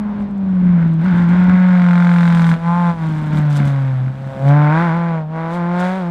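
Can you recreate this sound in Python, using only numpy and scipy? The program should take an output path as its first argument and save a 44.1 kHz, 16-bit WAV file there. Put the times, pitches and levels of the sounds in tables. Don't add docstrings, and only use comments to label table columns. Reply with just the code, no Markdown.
import sys
import numpy as np
from scipy import signal
from scipy.fft import rfft, irfft
from scipy.io import wavfile
from scipy.ndimage import uniform_filter1d

SR = 44100
rng = np.random.default_rng(int(sys.argv[2]) if len(sys.argv) > 2 else 0)


def persist_wave(psi):
    counts = np.round(np.clip(psi, -1, 1) * 32767).astype(np.int16)
    wavfile.write(sys.argv[1], SR, np.atleast_2d(counts).T)


N = 269010

# time_s, firings_hz
REVS = [(0, 209), (.3, 202), (.6, 181.5), (.74, 176), (.8, 167), (.99, 161), (1.2, 176), (1.55, 183),
        (1.7, 182), (1.9, 175.5), (2.1, 174.5), (2.57, 165), (2.79, 175.5), (2.9, 171), (3.0, 162.5),
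        (3.18, 153.5), (3.4, 150.5), (4.0, 128.3), (4.18, 134.3), (4.4, 134), (4.57, 147.6), (4.69, 149.5),
        (4.83, 172.5), (5.08, 168.5), (5.26, 153), (5.33, 160.5), (5.49, 165.5), (5.84, 180.4),
        (5.98, 190.5), (6.05, 172.6), (6.1, 171.5)]
# peak_s, change_hz, half_length_s
BUMPS = [(1.075, 24, .06), (1.27, -8, .07), (4.91, -11, .055), (5.565, 8, .06)]
# time_s, turbulent share of pipe tone (0-1), of rasp (0-1), loudest_cylinder_lead_db
RUNNING = [(0, .8, .9, 4), (1.35, .7, .75, 3), (1.6, .25, .5, 3), (1.75, .25, .45, 4), (1.85, .22, .3, 11),
           (2.52, .25, .35, 10), (2.6, .04, .4, 2), (2.95, .04, .4, 2), (3.1, .22, .65, 3),
           (3.6, .4, .7, 4), (3.75, .15, .65, 3), (4.1, .08, .65, 3), (4.45, .06, .55, 3), (4.9, .1, .6, 3),
           (6.1, .07, .38, 1)]
CYLINDER_SHARES = [-.3, 1, -.2, 0]
# deepest_s, closing_s, opening_s, note_drop_db, bark_drop_db
LIFTS = [(.97, 0.15, 0.09, 0.5, 16), (1.26, 0.04, 0.045, 1.5, 6.5), (2.588, 0.057, 0.09, 17.5, 13),
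         (2.953, .05, 0.092, 15, 14), (4.35, 0.077, 0.11, 19.5, -1.5), (5.271, .1, 0.1, 2, 24.5)]
# time_s, level_db
NOTE = [(0, -19), (.3, -22.5), (.45, -16), (.75, -9), (.85, -12.5), (1.03, -13), (1.2, -10), (1.7, -9),
        (2.55, -10), (2.75, -15), (2.9, -13), (3.23, -20), (3.45, -12.5), (4.08, -17), (4.16, -30),
        (4.3, -21.5), (4.5, -7), (4.8, -14.5), (5.15, -18), (5.25, -22.5), (5.52, -23.5), (5.62, -18.5),
        (5.86, -17), (5.96, -22), (6.1, -19.5)]
# time_s, rasp_db
BARK = [(0, -47), (.2, -47.5), (.33, -57), (.8, -37), (1.07, -31), (1.45, -29.5), (2.0, -26.5), (2.52, -28),
        (2.7, -36), (2.9, -31.5), (3.1, -40.5), (3.3, -39), (3.37, -34.5), (3.48, -38.5), (3.6, -35),
        (3.9, -40.5), (4.13, -50.5), (4.42, -45), (4.5, -29.5), (4.8, -23.5), (5.0, -33), (5.16, -37.5),
        (5.4, -37), (5.7, -36.5), (5.84, -27.5), (6.1, -43)]
# time_s, note_octave_db, pipe_low_db, pipe_middle_db, crackle_db
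BEARING = [(0, 0, 1.5, 5.5, -37), (.33, 11, 12, 8, -14.5), (.8, -6, -4, -6.5, -38.5),
           (.95, 8.5, -4, -4, -27), (1.07, -9.5, -9, -7, -31), (1.27, -3, -9.5, -0.5, -29),
           (1.6, -17, -5, -6, -35.5), (2.5, -18, -12, -1, -20.5), (2.58, -5, -0.5, -6, -27.5),
           (2.7, -17.5, -1.5, 16, -23.5), (2.92, -7, 1, 7.5, -26), (3.1, 9, -4, 2, -17.5),
           (3.5, 3.5, 1, -3, -23.5), (3.9, 6.5, 1.5, -2.5, -24), (4.15, -5, 6.5, -8.5, -16.5),
           (4.42, 9.5, 17.5, 0.5, -16), (4.55, 6, 3.5, 2, -36.5), (4.82, -2.5, -4.5, 2, -35),
           (5.2, 1, 9, 5.5, -32.5), (5.7, 6.5, 5.5, 7, -31), (5.86, -5, 5, -2, -23), (6.1, 10, 8.5, 5, -24)]
# peak_s, rise_db, half_length_s
BURSTS = [(0.227, 4, 0.045), (3.373, 9.5, 0.035), (3.556, 17.5, 0.083), (3.678, 11.5, 0.055),
          (4.485, 9.5, 0.026), (4.693, -7, 0.048), (5.543, 17, 0.064), (5.803, 10.5, 0.022)]
# time_s, uneven_thumps_db (before stumbles), side_wind_db
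LOWS = [(0, -31.5, -63), (.9, -30.5, -67), (1.4, -24.5, -56), (1.6, -32.5, -57), (2.1, -37, -54),
        (2.45, -28.5, -29.5), (2.7, -36, -58), (3.2, -30, -77), (3.8, -38.5, -81), (4.45, -33, -71),
        (5.2, -41.5, -71), (5.64, -41.5, -73), (6.1, -47, -77)]
# time_s, crack_db, low_push_db
POPS = [(0.208, -29, -28), (0.648, -35, -30), (0.67, -27, -17), (0.692, -25, -26), (0.828, -21, -29),
        (0.854, -36, -16), (1.138, -19, -21), (1.497, -11, -13), (1.54, -15, -18), (3.33, -19, -12),
        (3.359, -39, -14), (3.383, -18, -9), (3.602, -15, -10), (3.616, -24, -10), (3.631, -18, -16),
        (3.644, -28, -18), (3.659, -27, -13.5), (3.672, -22, -12.5), (4.063, -29, -26), (4.082, -24, -32)]

# centre_hz, width_hz (of each pass), level_db
THUMP_MODES = [(97, 150, -4), (197, 82, 5)]
LOW_MODES = [(551, 170, -2.5), (726, 75, -7)]
MIDDLE_MODES = [(914, 220, 2), (1100, 100, -8)]
RASP_MODES = [(1462, 410, 21.1), (2153, 530, 12.8)]
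EDGE_MODES = [(2630, 2350, -1.8), (3500, 920, -0.15)]
CRACKLE_MODES = [(5000, 5000, 9), (7900, 2100, 2), (11400, 16000, -6.5)]
PUSH_MODES = [(188, 78, 0)]

# frequency_hz, density_db (per Hz)
ROAR = [(30, -15), (100, -20.5), (250, -20), (900, -9.5), (1600, -17), (3300, -30.5), (9000, -56)]
# frequency_hz, density_db (per Hz)
SCATTER = [(300, -17.5), (900, -11), (2700, -10), (4500, -29.5), (9000, -48.5)]

MUFFLE_HZ = 2587
EDGE_DB = -1.5
CRACKLE_DROPS, PIPE_HOLDS = .44, .48
STUMBLE_DB, STUMBLE_S = 7.5, .046
POP_SPIT_DB = -27
ROAR_DB, ROAR_FOLLOWS = -38, .4
RUMBLE_DB, RUMBLE_SIDE_DB = -10, -21
WIDE_DB, SCATTER_DB = -10, -58
LEFT_DB = .12
CUTOFF_HZ = 15700


def from_db(db):
    return 10 ** (np.asarray(db) / 20)


def in_time(rows):
    s, *columns = np.transpose(rows)
    return [np.interp(np.arange(N) / SR, s, column) for column in columns]


def swells(rows):
    t = np.arange(N) / SR
    return sum(np.interp(t, [s - rise_s, s, s + fall_s], [0, height, 0])
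               for s, rise_s, fall_s, height in rows)


def even(x, span_s=.067):
    size = int(span_s * SR)
    power = uniform_filter1d(uniform_filter1d(x ** 2, size=size), size=size)
    return x / np.sqrt(power + 1e-20)


def resonate(x, modes):
    out = 0
    for hz, width_hz, level_db in modes:
        r = np.exp(-np.pi * width_hz / SR)
        b = (1 - r * r) / 2 * np.array([1, 0, -1])
        a = [1, -2 * r * np.cos(2 * np.pi * hz / SR), r * r]
        forward = signal.lfilter(b, a, x + 1e-18)
        out = out + from_db(level_db) * signal.lfilter(b, a, forward[::-1])[::-1]
    return out


def struck(hits, modes):
    unit_ring = resonate(signal.unit_impulse(2000, "mid"), modes)
    return resonate(hits, modes) / np.max(np.abs(unit_ring))


def coloured(spectrum):
    hz, level_db = np.transpose(spectrum)
    bins_hz = np.maximum(np.arange(N // 2 + 1) * SR / N, 1)
    gain = from_db(np.interp(np.log(bins_hz), np.log(hz), level_db))
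    x = irfft(rfft(rng.standard_normal(N)) * gain, N)
    return x / np.std(x)


def low_noise(low_hz, high_hz):
    band = signal.butter(3, [low_hz, high_hz], "band", fs=SR, output="sos")
    return even(signal.sosfilt(band, rng.standard_normal(N)), span_s=.29)


def engine_turns():
    bumps_hz = swells([(s, half_s, half_s, hz) for s, hz, half_s in BUMPS])
    return np.cumsum(in_time(REVS)[0] + bumps_hz) / SR


def firings(turns, scatter_db, lead_scale, lag, jitter_s):
    rough, _, lead_db = in_time(RUNNING)
    at = np.flatnonzero(np.diff(np.floor(turns - lag)) > 0)
    chance = rng.standard_normal((1500, 2))[:len(at)]
    cylinder = np.array(CYLINDER_SHARES)[np.arange(len(at)) % 4]
    level_db = lead_scale * lead_db[at] * cylinder + scatter_db * rough[at] * chance[:, 0]
    shifted = at + np.round(jitter_s * SR * rough[at] * chance[:, 1]).astype(int)
    clicks = np.zeros(N)
    clicks[np.clip(shifted, 0, N - 1)] = -from_db(level_db)
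    return clicks


def registers():
    lift_db = swells([(s, closing_s, opening_s, db) for s, closing_s, opening_s, _, db in LIFTS])
    rasp_db = in_time(BARK)[0] - lift_db
    octave_db, low_db, middle_db, crackle_db = rasp_db + in_time(BEARING)
    burst_db = swells([(s, half_s, half_s, db) for s, db, half_s in BURSTS])
    crackle_db = crackle_db + (1 - CRACKLE_DROPS) * lift_db + burst_db
    back_db = PIPE_HOLDS * lift_db
    return octave_db + back_db, low_db + back_db, middle_db + back_db / 2, rasp_db, crackle_db


def firing_note(turns, octave_db):
    note_db = in_time(NOTE)[0] - swells([lift[:4] for lift in LIFTS])
    note = np.sqrt(2) * from_db(note_db) * np.cos(2 * np.pi * turns)
    return note + np.sqrt(2) * from_db(octave_db) * np.cos(4 * np.pi * turns - .6)


def thump_level():
    near = swells([(s, STUMBLE_S, STUMBLE_S, 1) for s, *_ in POPS])
    return in_time(LOWS)[0] + STUMBLE_DB * np.minimum(near, 1)


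def uneven_thumps(turns, thump_db):
    uneven = firings(turns, scatter_db=3.5, lead_scale=.13, lag=.92, jitter_s=0)
    uneven[uneven != 0] -= np.mean(uneven[uneven != 0])
    return from_db(thump_db) * even(resonate(uneven, THUMP_MODES), span_s=.15)


def bark(clicks, modes, puff_s, share):
    r = np.exp(-1 / (puff_s * SR))
    puffs = signal.lfilter([1], [1, -r], clicks) * rng.standard_normal(N)
    clean = np.sqrt(1 - share) * even(resonate(clicks, modes))
    return clean + np.sqrt(share) * even(resonate(puffs, modes))


def pipe_bark(turns, steady, levels):
    _, low_db, middle_db, rasp_db, crackle_db = levels
    tone_share, rasp_share, _ = in_time(RUNNING)
    sharp = firings(turns, scatter_db=1.5, lead_scale=1, lag=.625, jitter_s=.00005)
    pipe = from_db(low_db) * bark(steady, LOW_MODES, puff_s=.012, share=tone_share)
    pipe += from_db(middle_db) * bark(steady, MIDDLE_MODES, puff_s=.012, share=tone_share)
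    pipe += from_db(rasp_db) * bark(sharp, RASP_MODES, puff_s=.007, share=rasp_share)
    pipe = signal.sosfiltfilt(signal.butter(3, MUFFLE_HZ, fs=SR, output="sos"), pipe)
    edge_db = (rasp_db + crackle_db) / 2 + EDGE_DB
    return pipe + from_db(edge_db) * bark(sharp, EDGE_MODES, puff_s=.005, share=.9)


def crackle(turns, crackle_db):
    spits = firings(turns, scatter_db=14, lead_scale=.3, lag=.62, jitter_s=.0002)
    return [from_db(crackle_db) * bark(spits, CRACKLE_MODES, puff_s=.006, share=.95)
            for _ in range(2)]


def roar(rasp_db):
    level_db = ROAR_DB + ROAR_FOLLOWS * (rasp_db - rasp_db.mean())
    return from_db(level_db) * coloured(ROAR)


def scattered_roar(middle_db, rasp_db):
    loudness = from_db(middle_db) + from_db(rasp_db)
    return from_db(SCATTER_DB) * loudness / np.mean(loudness) * coloured(SCATTER)


def rumble(thump_db):
    rumble_db = thump_db + RUMBLE_DB
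    middle = from_db(rumble_db) * low_noise(low_hz=47.5, high_hz=121)
    return middle, from_db(rumble_db + RUMBLE_SIDE_DB) * low_noise(low_hz=35, high_hz=110)


def wind():
    return from_db(in_time(LOWS)[1]) * low_noise(low_hz=45, high_hz=400)


def pops(clicks):
    beats, cracks, pushes = np.flatnonzero(clicks), np.zeros(N), np.zeros(N)
    for s, crack_db, push_db in POPS:
        at = beats[np.argmin(np.abs(beats - s * SR))]
        cracks[int(s * SR)] = -from_db(crack_db)
        pushes[at + 100] = from_db(push_db)
    spit = from_db(POP_SPIT_DB) * struck(cracks, CRACKLE_MODES)
    return struck(cracks, MIDDLE_MODES + RASP_MODES) + spit + struck(pushes, PUSH_MODES)


def scene():
    turns, levels, thump_db = engine_turns(), registers(), thump_level()
    octave_db, _, middle_db, rasp_db, crackle_db = levels
    steady = firings(turns, scatter_db=2, lead_scale=.3, lag=.62, jitter_s=.00003)
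    crackle_mid, crackle_side = crackle(turns, crackle_db)
    rumble_mid, rumble_side = rumble(thump_db)
    mid = firing_note(turns, octave_db) + uneven_thumps(turns, thump_db)
    mid += pipe_bark(turns, steady, levels) + crackle_mid
    mid += roar(rasp_db) + rumble_mid + pops(steady)
    side = from_db(WIDE_DB) * crackle_side + scattered_roar(middle_db, rasp_db)
    side += wind() + rumble_side
    return np.array([(mid + side) * from_db(LEFT_DB), (mid - side) * from_db(-LEFT_DB)])


def record(dry):
    rounded = 1.5 * np.tanh(dry / 1.5)
    return signal.sosfilt(signal.cheby2(12, 70, CUTOFF_HZ, fs=SR, output="sos"), rounded)


dry = scene()
out = record(dry)
persist_wave(out)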